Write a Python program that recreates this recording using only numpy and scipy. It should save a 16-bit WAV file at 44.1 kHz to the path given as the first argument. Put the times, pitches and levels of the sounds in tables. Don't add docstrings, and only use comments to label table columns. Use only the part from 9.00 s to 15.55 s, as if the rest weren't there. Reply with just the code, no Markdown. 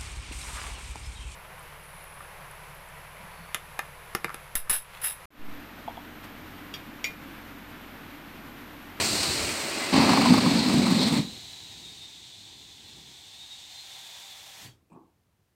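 import sys
import numpy as np
from scipy import signal
from scipy.fft import rfft, irfft, next_fast_len
from scipy.io import wavfile
from scipy.ndimage import uniform_filter1d

SR = 44100
rng = np.random.default_rng(int(sys.argv[2]) if len(sys.argv) > 2 else 0)


def to_wav(s):
    ch = np.atleast_2d(s).T
    pcm = np.round(np.clip(ch, -1, 1) * 32767)
    wavfile.write(sys.argv[1], SR, pcm.astype(np.int16))


N = 288855

LET_GO_S, SETTLE_S, EMPTY_S = 0.916, 2.177, 5.65
ATTACK_S, RELEASE_DB_PER_S = .025, 220

# f/Hz, level/dB
RUSH_COLOUR = [(100, -13.5), (220, 2.5), (305, 7.5), (490, 0.5), (650, 2.5), (870, -0.5), (1130, -1),
               (1400, -2.5), (1750, -2.5), (2100, 0), (2450, 0.5), (3200, -4.5), (5000, -12.5), (9000, -30)]
# f/Hz, level/dB
TIGHT_SPRAY_COLOUR = [(3000, -23), (5000, -1), (5700, -1), (6500, -1.5), (7600, 2.5), (8400, 3.5),
                      (9200, -3), (10200, -11.5), (12000, -12), (13800, -12), (16000, -17)]
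# t/s, f/Hz
OPENING_GLIDE = [(.2, 2680), (.85, 2010), (1.05, 2330), (2.2, 2070)]
# t/s, f/Hz
NECK_GLIDE = [(1.2, 4280), (2.0, 4040), (2.35, 3790), (5.2, 3604), (5.7, 3376)]
# t/s, level/dB
PINCHED_RING_FADE = [(0, -32), (.27, -31.5), (.52, -39.5), (.92, -39.5)]
# f/Hz, level/dB
EDDY_COLOUR = [(25, -25), (55, -7.5), (90, -3), (130, -5), (200, -6.5), (400, -31)]
# middle t/s, length/s, boost/dB
EDDY_GUSTS = [(.12, 0.069, 7), (.42, .07, 4.5), (2.33, .16, 6.5), (2.85, 0.12, 4.5), (3.52, 0.16, 5),
              (3.98, 0.42, 8), (5.68, 0.23, 11.5)]
# delay/s, level/dB
WALL_ECHOES = [(.0031, -25.5), (.0053, -23), (.0089, -14.5), (0.0137, -17.5), (0.019, -15), (0.0264, -14.5),
               (0.0343, -26), (.0471, -25.5)]
# f/Hz, level/dB
ROOM_COLOUR = [(15, -53), (25, -21.5), (53, -8.5), (87, -2.5), (108, -2), (123, -6.5), (263, -16),
               (1160, -25), (7310, -35), (14800, -35.5), (16000, -41.5)]
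# middle t/s, length/s, f/Hz, level/dB
LIP_WHISTLES = [(0.337, .11, 4340, -49), (0.839, 0.078, 2016, -38.5), (2.874, 0.079, 3724, -46.5),
                (3.036, .072, 3690, -48), (4.423, 0.064, 3770, -48), (4.528, .06, 3760, -46),
                (4.798, 0.1, 4110, -49), (5.67, 0.075, 4550, -59), (5.714, 0.063, 3250, -68)]
# t/s, rate/Hz
FLAP_TEMPO = [(.93, 24.4), (1.53, 24.4), (1.62, 18.5), (1.74, 22), (1.88, 25), (1.94, 16), (2.18, 21)]
# t/s, level/dB
FLAP_VIGOUR = [(.93, 1), (1.25, -4), (1.57, -10.5), (2.2, -15.5)]
# middle t/s, length/s, boost/dB
JET_SURGES = [(1.595, .05, 4), (2.02, .08, 5)]
# t/s, f/Hz
BOOM_GLIDE = [(1.35, 250.5), (2.2, 220)]
# f/Hz, level/dB
BOOM_COLOUR = [(40, -29), (85, -8), (130, -3.5), (175, 5.5), (250, 4.5), (300, -5), (360, -14.5),
               (500, -10), (620, -15.5), (900, -31.5)]
# middle t/s, length/s, boost/dB
BOOM_THROBS = [(.99, 0.059, 4), (1.168, 0.027, -6.5), (1.195, 0.013, 6), (1.27, 0.027, -5),
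               (1.32, 0.058, 7), (1.383, .014, 3), (1.41, 0.029, -7), (1.455, .06, 3.5), (1.645, 0.022, -9),
               (1.744, 0.017, 6.5), (1.78, .04, 4.5), (1.925, 0.015, 4), (2.097, .025, -10),
               (2.195, .025, 5.5)]
# f/Hz, level/dB
RASP_COLOUR = [(300, -17), (450, -5), (620, -5.5), (790, 4), (1000, 4), (1220, -1.5), (1380, -11),
               (2000, -25), (4000, -46)]
# t/s, level/dB
NECK_SLAPS = [(1.091, -14.5), (1.131, -17.5), (1.172, -15), (1.213, -20.5), (1.257, -14.5), (1.339, -17),
              (1.376, -19.5), (1.458, -19), (1.696, -27), (1.738, -28), (1.866, -24), (1.907, -27),
              (2.125, -30)]
# f/Hz, level/dB
SMACK_COLOUR = [(400, -19.5), (620, -9), (800, 1), (1000, -0.5), (1200, -2.5), (1340, -11), (2000, -28.5)]
# f/Hz, level/dB
SPIT_COLOUR = [(1500, 5.5), (8000, 4.0), (11000, -3.5), (16000, -0.5)]
# t/s, level/dB
SLACK_HISS_LEVEL = [(2.35, -45.5), (2.42, -46), (3.79, -51.5), (4.5, -50), (4.52, -47.5), (4.57, -48),
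                    (5.25, -48.5), (5.55, -54)]
# f/Hz, level/dB
SLACK_HISS_COLOUR = [(300, -13), (580, -20), (800, -3.5), (980, -7.5), (1200, -20), (1550, -15.5),
                     (2100, -4.5), (2700, -2.5), (4200, 2.5), (5200, -4), (6600, -2), (8400, -4.5),
                     (10000, -18.5), (16000, -27)]
# t/s, f/Hz
LIP_GLIDE = [(2.45, 4024), (3.1, 3600), (4.1, 3456), (4.55, 3690), (5.7, 3360)]
# t/s, level/dB
SLACK_SPRAY_LEVEL = [(2.4, -64.5), (3.36, -72.5), (4.65, -68), (4.97, -62.5), (5.49, -61.5), (5.64, -58)]
# f/Hz, level/dB
SLACK_SPRAY_COLOUR = [(200, -14), (500, 4), (780, 14.5), (1000, 11), (1250, 5.5), (1900, 11), (3000, 11.5),
                      (5500, 9), (8300, 6), (10000, 1), (13500, 1.5), (16000, -4.5)]
# f/Hz, level/dB
BREATH_COLOUR = [(25, -26), (55, -2.5), (110, 2), (220, -4), (330, -4), (450, -10.5), (650, -20.5),
                 (1200, -21)]
# t/s, level/dB, crispness/dB, thud/dB
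FOLD_HITS = [(5.899, -62, 12, -8), (5.91, -59, 0, 2), (5.919, -51.5, 3, 7), (5.927, -54, 9, 3),
             (5.948, -53, -3, 0), (5.961, -49.5, -14, -8), (5.973, -54, -16, -8), (6.011, -65, -15, -3),
             (6.034, -60, -16, -2)]
# f/Hz, width/Hz, level/dB
SKIN_MODES = [(171.6, 77, -2), (310, 130, 2), (473, 60, -12), (700, 106, -8), (878, 210, -3),
              (1094, 110, -5.5), (2500, 280, -20.5), (8100, 1600, -25)]


def from_db(db):
    return 10 ** (np.asarray(db) / 20)


def rms_one(x):
    return x / np.sqrt(np.mean(x ** 2) + 1e-20)


def clock():
    return np.arange(N) / SR


def curve(rows):
    return np.interp(clock(), *np.transpose(rows))


def stage(start_s, end_s, release_db_per_s=RELEASE_DB_PER_S):
    attack = np.clip((clock() - start_s) / ATTACK_S, 0, 1)
    return attack * from_db(-release_db_per_s * np.maximum(clock() - end_s, 0)) + 1e-12


def swell(middle_s, length_s):
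    return np.exp(-np.minimum((2 * (clock() - middle_s) / length_s) ** 2, 50))


def gain_ride(rows):
    return from_db(sum(db * swell(s, length_s) for s, length_s, db in rows))


def bursts(times, levels_db, rise_s, decay_s):
    power, age = np.zeros(N), clock()
    shape = (1 - np.exp(-age / rise_s)) * np.exp(-np.minimum(age / decay_s, 50))
    for s, db in zip(times, levels_db):
        at = int(s * SR)
        power[at:] += (from_db(db) * shape[:N - at] / shape.max()) ** 2
    return np.sqrt(power)


def noise(colour):
    hz, db = np.transpose(colour)
    size = next_fast_len(N)
    f = np.maximum(np.fft.rfftfreq(size, 1 / SR), 1)
    eq = from_db(np.interp(np.log(f), np.log(hz), db))
    roll_off = np.minimum(f / hz[0], 1) ** 2 * np.minimum(hz[-1] / f, 1) ** 2
    return rms_one(irfft(rfft(rng.standard_normal(size)) * eq * roll_off, size)[:N])


def drift(rate_hz):
    hop = 40
    pole = np.exp(-2 * np.pi * rate_hz * hop / SR)
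    slow = signal.lfilter([1], [1, -2 * pole, pole * pole], rng.standard_normal(N // hop + 502))[500:]
    return np.interp(np.arange(N) / hop, np.arange(len(slow)), rms_one(slow))


def resonator(hz, width_hz):
    r = np.exp(-np.pi * width_hz / SR)
    return (1 - r * r) / 2 * np.array([1, 0, -1]), [1, -2 * r * np.cos(2 * np.pi * hz / SR), r * r]


def gliding_ring(glide, width_hz, block=512):
    x, state = rng.standard_normal(N), np.zeros(4)
    s, hz = np.transpose(glide)
    for i in range(0, N, block):
        b, a = resonator(np.interp(i / SR, s, hz), width_hz)
        b, a = np.convolve(b, b), np.convolve(a, a)
        x[i:i + block], state = signal.lfilter(b, a, x[i:i + block], zi=state)
    return rms_one(x)


def wavering_sine(hz, waver_hz):
    return np.sqrt(2) * np.sin(2 * np.pi * np.cumsum(hz + waver_hz * drift(44.5)) / SR)


def firm(x, samples):
    return x / np.sqrt(uniform_filter1d(x ** 2, size=samples) + 1e-12)


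def flap_envelope(db, follow, release_db_per_s=RELEASE_DB_PER_S):
    return stage(LET_GO_S, SETTLE_S, release_db_per_s) * from_db(db + follow * curve(FLAP_VIGOUR))


def flap_tremolo(depth_db, lag_turns):
    start_s, end_s = FLAP_TEMPO[0][0], FLAP_TEMPO[-1][0]
    turns = np.cumsum(curve(FLAP_TEMPO) * (clock() > start_s)) / SR
    free = np.interp(clock(), [start_s - .02, start_s, end_s + .02, end_s + .05], [0, 1, 1, 0])
    depth = free * depth_db * np.log(10) / 20
    return np.exp(depth * np.cos(2 * np.pi * (turns - lag_turns))) / np.sqrt(1 + depth ** 2)


def tight_jet():
    pinched = stage(-ATTACK_S, LET_GO_S)
    onset_db = 7.5 * np.exp(-clock() / .025)
    rush_level = np.hypot(pinched * from_db(-35 + onset_db), flap_envelope(-28, follow=.63))
    surging = flap_envelope(-30.5, follow=.3) * gain_ride(JET_SURGES)
    ring_level = np.hypot(pinched * from_db(curve(PINCHED_RING_FADE)), surging)
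    spray_level = np.hypot(pinched * from_db(-31 - 10 * clock()), flap_envelope(-37, follow=.23))
    rush = from_db(2.5) * noise(RUSH_COLOUR) + from_db(-12) * gliding_ring(OPENING_GLIDE, width_hz=370)
    ring = from_db(1) * gliding_ring(NECK_GLIDE, width_hz=1300)
    body = (rush_level * rush + ring_level * ring) * flap_tremolo(depth_db=.75, lag_turns=.033)
    spray = spray_level * noise(TIGHT_SPRAY_COLOUR) * flap_tremolo(depth_db=1.27, lag_turns=.018)
    return (body + spray) * from_db(.87 * drift(50))


def eddies():
    calm_s = .4
    strong = stage(-ATTACK_S, calm_s, release_db_per_s=69.5)
    calm = from_db(-14) * stage(calm_s, LET_GO_S)
    return (strong + calm) * gain_ride(EDDY_GUSTS) * from_db(-42.5 + 1.5 * drift(15)) * noise(EDDY_COLOUR)


def corner(x):
    out = x.copy()
    for delay_s, db in WALL_ECHOES:
        lag = int(delay_s * SR)
        out[lag:] += from_db(db) * x[:-lag]
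    return out / np.sqrt(1 + sum(from_db(db) ** 2 for _, db in WALL_ECHOES))


def room_tone():
    return from_db(-70.5) * noise(ROOM_COLOUR)


def whistles():
    return sum(from_db(db) * swell(s, length_s) * wavering_sine(hz, waver_hz=45.4)
               for s, length_s, hz, db in LIP_WHISTLES)


def flapping_neck():
    boom_level = flap_envelope(-22.5, follow=.14, release_db_per_s=201) * gain_ride(BOOM_THROBS)
    hollow_note = firm(gliding_ring(BOOM_GLIDE, width_hz=76), samples=1100)
    skin = hollow_note + from_db(-2.5) * noise(BOOM_COLOUR)
    boom = boom_level * skin * flap_tremolo(depth_db=.9, lag_turns=.25)
    rasp = flap_envelope(-28, follow=.9) * noise(RASP_COLOUR)
    return boom + rasp


def slaps():
    times, slap_db = np.transpose(NECK_SLAPS)
    smack = firm(noise(SMACK_COLOUR), samples=330) * bursts(times, slap_db, rise_s=.002, decay_s=.006)
    spit = noise(SPIT_COLOUR) * bursts(times, np.zeros(len(times)), rise_s=.0006, decay_s=.005)
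    return from_db(-3.5) * smack + from_db(-36.5) * spit


def slack_jet():
    neck = from_db(-2.5) * gliding_ring(NECK_GLIDE, width_hz=1100)
    lip = from_db(-6.5) * gliding_ring(LIP_GLIDE, width_hz=220)
    air = from_db(-3) * noise(SLACK_HISS_COLOUR)
    hiss = from_db(curve(SLACK_HISS_LEVEL)) * (neck + lip + air)
    spray = from_db(11.5 + curve(SLACK_SPRAY_LEVEL)) * noise(SLACK_SPRAY_COLOUR)
    return stage(SETTLE_S, EMPTY_S, release_db_per_s=274) * (hiss + spray) * from_db(.5 * drift(25))


def draught():
    level_db = -56.5 - 4.5 * (clock() - SETTLE_S) + 1.1 * drift(20)
    return stage(SETTLE_S, end_s=5.85) * gain_ride(EDDY_GUSTS) * from_db(level_db) * noise(BREATH_COLOUR)


def last_puff():
    middle_s = 5.672
    pitch_hz = 141 - 400 * (clock() - middle_s)
    note = wavering_sine(pitch_hz, waver_hz=18.8) * from_db(2.6 * drift(40))
    breath = from_db(-2.5) * noise(BREATH_COLOUR)
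    return from_db(-55.5) * swell(middle_s, length_s=.11) * (note + breath)


def landing():
    times, fold_db, crisp_db, thud_db = np.transpose(FOLD_HITS)
    out = np.zeros(N)
    for hz, width_hz, db in SKIN_MODES:
        hit_db = fold_db + crisp_db * (hz > 2000) + thud_db * (hz < 250)
        hits = bursts(times, hit_db, rise_s=.00062, decay_s=.0061)
        room_tail = from_db(-6.5) * bursts(times, hit_db, rise_s=.008, decay_s=.053 * min(1, 900 / hz))
        band = np.concatenate(resonator(hz, width_hz))
        mode = rms_one(signal.sosfilt([band, band], rng.standard_normal(N)))
        out += from_db(db) * (hits + room_tail) * mode
    return from_db(-6.5) * out


def scene():
    hiss = corner(tight_jet() + slack_jet()) + whistles()
    rubber = flapping_neck() + slaps() + last_puff() + landing()
    return (hiss + rubber + eddies() + draught() + room_tone())[None]


def record(dry):
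    low_cut_hz, high_cut_hz = 19, 15800
    thinned = signal.sosfilt(signal.butter(2, low_cut_hz, "high", fs=SR, output="sos"), dry)
    return signal.sosfilt(signal.ellip(12, .1, 90, high_cut_hz, fs=SR, output="sos"), thinned)


dry = scene()
out = record(dry)
to_wav(out)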